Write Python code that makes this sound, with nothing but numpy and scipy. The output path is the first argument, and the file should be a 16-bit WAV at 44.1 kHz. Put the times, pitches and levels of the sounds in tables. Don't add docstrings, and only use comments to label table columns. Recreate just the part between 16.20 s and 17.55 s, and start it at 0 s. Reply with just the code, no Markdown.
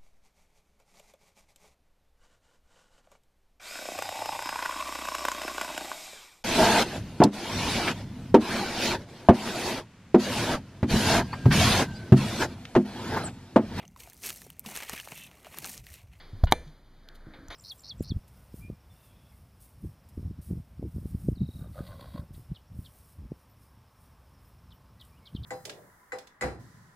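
import sys
import numpy as np
from scipy import signal
from scipy.fft import rfft, irfft
from scipy.io import wavfile
from scipy.ndimage import uniform_filter1d

SR = 44100
rng = np.random.default_rng(int(sys.argv[2]) if len(sys.argv) > 2 else 0)


def store_pcm(level_fs):
    pcm = np.round(np.clip(level_fs, -1, 1) * 32767).astype(np.int16)
    wavfile.write(sys.argv[1], SR, np.atleast_2d(pcm).T)


N = 59535
TIME = np.arange(N) / SR


def from_db(db):
    return 10 ** (np.asarray(db) / 20)


def level_curve(points):
    return from_db(np.interp(TIME, *np.transpose(points)))


def noise(spectrum):
    hz, db = np.transpose(spectrum)
    bins = np.maximum(np.fft.rfftfreq(N, 1 / SR), 1)
    colour = from_db(np.interp(np.log(bins), np.log(hz), db))
    roll_off = np.minimum(bins / hz[0], 1) ** 2
    x = irfft(rfft(rng.standard_normal(N)) * colour * roll_off, N)
    return x / x.std()


def decay(start, t60):
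    return (TIME >= start) * from_db(-60 * np.maximum(TIME - start, 0) / t60)


def swell(start, attack, t60):
    rise = np.clip((TIME - start) / attack, 0, 1)
    return rise * np.where(TIME < start + attack, 1, decay(start + attack, t60))


def ring(start, hz, t60):
    return decay(start, t60) * np.sin(2 * np.pi * hz * (TIME - start))


def strike(start, modes):
    return sum(from_db(db) * ring(start, hz, t60) for hz, db, t60 in modes)


def filtered(x, hz, kind, order=2):
    sections = signal.butter(order, hz, kind, fs=SR, output="sos")
    return signal.sosfilt(sections, x + 1e-18)


def rubbing(strokes, spectrum, grain_db):
    grain = uniform_filter1d(rng.standard_normal(N), size=90)
    friction = noise(spectrum)
    out = sum(from_db(db) * swell(start, attack, t60) * filtered(friction, cutoff, "low", order=5)
              for start, db, attack, t60, cutoff in strokes)
    return out * from_db(grain_db * grain / grain.std())


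def outdoor_hiss():
    # (frequency [Hz], relative density [dB])
    colour = [(100, 6), (280, 0), (500, -6), (1000, -8.5), (1900, -11.5), (4000, -13.5), (4900, -14),
              (6300, -24), (8500, -26), (10000, -26), (14500, -30)]
    # (time [s], relative level [dB])
    ride = [(0, -62), (.3, -60), (.49, -62.5), (.62, -66.5), (.8, -65.5), (1.05, -65.5), (1.35, -61.5)]
    return from_db(5) * level_curve(ride) * noise(colour)


def handling_rumble():
    # (frequency [Hz], relative density [dB])
    colour = [(17, -21), (24, 15.5), (32, -14.5), (55, -7), (110, -30.5), (250, -51.5)]
    # (time [s], level [dB])
    ride = [(0, -51), (.15, -47), (.3, -42), (.45, -47), (.65, -52), (.85, -55), (.97, -50), (1.15, -48),
            (1.35, -52)]
    return level_curve(ride) * noise(colour)


def rustles():
    # (time [s], level [dB], attack [s], t60 [s], cutoff [Hz])
    strokes = [(.82, -59, 0.081, 0.85, 5140), (1.0, -57, .15, 2.6, 3950)]
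    # (frequency [Hz], relative density [dB])
    colour = [(300, 1.5), (650, -1), (900, -11.5), (1300, -2.5), (1550, 2), (2000, -6.5), (3000, -21),
              (8000, -32)]
    return rubbing(strokes, colour, grain_db=1.2)


def brushes():
    # (time [s], level [dB], attack [s], t60 [s], cutoff [Hz])
    strokes = [(.43, -60.5, 0.054, 0.081, 8200), (.94, -55.5, 0.016, 0.072, 15300)]
    # (frequency [Hz], relative density [dB])
    colour = [(1500, -6), (4000, 2.5), (7000, -7), (10000, -6), (15000, -8)]
    return rubbing(strokes, colour, grain_db=2.0)


def scuffs():
    # (time [s], level [dB], attack [s], t60 [s], cutoff [Hz])
    strokes = [(0, -50, 0.00069, 0.41, 5940), (.2705, -40.5, 0.0014, 0.18, 4500),
               (1.136, -48, 0.00076, 0.18, 4460), (1.3, -39.5, 0.0053, 0.55, 15000)]
    # (frequency [Hz], relative density [dB])
    colour = [(180, -60), (300, -8.5), (1230, -8), (2100, -5.5), (2730, -8), (3790, -8), (7060, -24),
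              (7670, -63), (9490, -26.5), (15000, -40)]
    # (frequency [Hz], level [dB], t60 [s])
    scrape_modes = [(984, -48, 0.37), (1470, -41, 0.11), (2914, -41.5, 0.21), (3820, -58, 0.048),
                    (4700, -61, 0.093)]
    scrape_start = strokes[1][0]
    return rubbing(strokes, colour, grain_db=0.5) + strike(scrape_start, scrape_modes)


def ticks():
    # (time [s], peak [dB], band centre [Hz], t60 [s], broad click mix [dB])
    snaps = [(.2388, -25.5, 4200, 0.022, -11), (0.2462, -35, 6200, .018, -9),
             (0.2555, -36.5, 4440, 0.0028, -12), (0.3129, -29, 5020, 0.069, 1),
             (0.8875, -32, 3820, 0.0041, -19), (1.2841, -32.5, 6000, 0.0061, -9)]
    edge_ratio = 1.288
    out = 0
    for start, db, hz, t60, click_db in snaps:
        burst = rng.standard_normal(N) * decay(start, t60)
        band = filtered(burst, [hz / edge_ratio, hz * edge_ratio], "band")
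        snap = band + from_db(click_db) * burst
        out += from_db(db) * snap / np.abs(snap).max()
    return out


def lingering_ring():
    # (frequency [Hz], level [dB], t60 [s])
    modes = [(490, -61, .5), (1760, -69, .6), (4510, -59, .55), (4988, -63, .7)]
    return strike(0, modes)


def frame_drones():
    # (time [s], level [dB], attack [s], t60 [s], pitch [Hz])
    hums = [(.25, -43, 0.0214, 0.66, 155), (0.464, -42.5, 0.0086, 0.19, 150.6),
            (1.195, -51.5, 0.049, 0.31, 274)]
    return sum(from_db(db) * swell(start, attack, t60) * np.sin(2 * np.pi * hz * TIME)
               for start, db, attack, t60, hz in hums)


def frame_knocks():
    # (time [s], level [dB])
    blows = [(0.133, -37), (0.154, -49), (1.069, -30.5), (1.09, -60), (1.189, -36.5), (1.23, -42.5)]
    # (frequency [Hz], relative level [dB], t60 [s])
    modes = [(148, -8.5, 0.057), (209, -16.5, 0.2), (265.4, -19, .3), (314.8, -17.5, 0.35),
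             (450, -24, 0.047)]
    return sum(from_db(db) * strike(start, modes) for start, db in blows)


def microphone_bumps():
    # (time [s], level [dB], pitch [Hz], t60 [s])
    thumps = [(.131, -31, 101, .16), (0.2351, -3, 75.9, 0.055), (0.254, -12, 35.85, 0.064),
              (0.304, -27, 63.7, 0.15), (0.358, -35.5, 65.4, 0.31), (1.23, -42, 85, 0.049),
              (1.289, -38, 60.6, 0.1)]
    # (frequency [Hz], level [dB], t60 [s])
    casing = [(695, -16.5, 0.021), (1010, -25, 0.0092), (1370, -33, 0.014)]
    clunk_s, low_cut_hz, hand_cushion_hz = 0.2388, 442, 330
    rocking = sum(from_db(db) * ring(start, hz, t60) for start, db, hz, t60 in thumps)
    clunk = filtered(strike(clunk_s, casing), low_cut_hz, "high")
    return clunk + filtered(rocking, hand_cushion_hz, "low")


def clack():
    # (time [s], level [dB], cutoff [Hz])
    contacts = [(.3227, 0, 14000), (.3237, -8, 9000), (.3302, -12, 1100), (.3328, -21, 1000),
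                (.3364, -17, 850)]
    # (frequency [Hz], relative level [dB], t60 [s])
    body_modes = [(273, -46, 0.06), (630, -19, 0.026), (838, -3.5, 0.012), (1147, -12, .009),
                  (1738, -19, 0.011), (2250, -14, 0.016), (3355, -12.5, 0.021), (3760, -8.5, .008),
                  (6140, -13.5, 0.0091), (7686, -12, 0.0062), (10430, -24.5, 0.003), (11100, -30.5, .004),
                  (13300, -13.5, .005), (13770, -19.5, 0.0042)]
    # (frequency [Hz], relative level [dB], t60 [s])
    steel_modes = [(500, -3, .25), (660, -13, .45), (1755, -10, .37), (2358, -1, .26), (3483, -20, .45),
                   (3601, -10, .27), (4086, -10, .24), (4151, -14, .3), (4510, -22, .36), (6223, -17, .42),
                   (6783, -25, .38), (9265, -16, .26), (10040, -18, .22), (10260, -21, .2)]
    # (frequency [Hz], relative density [dB])
    shimmer_colour = [(150, -1), (350, 8), (650, 8.5), (1100, -9.5), (2000, 1.5), (4200, -13), (6500, -14),
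                      (9500, -13), (15000, -34.5)]
    hits = 0
    for start, db, cutoff in contacts:
        crunch = decay(start, t60=0.011) * filtered(rng.standard_normal(N), hz=3700, kind="low", order=1)
        hits += from_db(db) * filtered(crunch - strike(start, body_modes), cutoff, "low")
    first_hit = contacts[0][0]
    ring_out = from_db(-38.5) * strike(first_hit, steel_modes)
    shimmer = from_db(-41.5) * decay(first_hit, t60=0.39) * noise(shimmer_colour)
    return hits + ring_out + shimmer


def scene():
    metal = clack() + frame_knocks() + frame_drones() + lingering_ring()
    friction = scuffs() + brushes() + rustles()
    mix = metal + friction + microphone_bumps() + ticks() + outdoor_hiss() + handling_rumble()
    left_lag_s = 2.3e-5
    delay = np.exp(-2j * np.pi * np.fft.rfftfreq(2 * N, 1 / SR) * left_lag_s)
    left = irfft(rfft(mix, 2 * N) * delay)[:N]
    return np.array([left, mix])


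def record(dry):
    # (frequency [Hz], width [Hz], gain at centre [dB])
    port_dips = [(2704, 800, -19.5), (5423, 1000, -46), (7970, 1900, -50.5), (11000, 487, -22)]
    clip_ceiling, top_hz = 1.1, 15400
    for hz, width_hz, db in port_dips:
        notched = signal.lfilter(*signal.iirnotch(hz, hz / width_hz, fs=SR), dry)
        dry = notched + from_db(db) * (dry - notched)
    dc_free = filtered(dry, hz=8.2, kind="high", order=1)
    rounded = clip_ceiling * np.tanh(dc_free / clip_ceiling)
    high_cut = signal.ellip(10, .2, 80, top_hz, fs=SR, output="sos")
    return signal.sosfilt(high_cut, rounded)


dry = scene()
out = record(dry)
store_pcm(out)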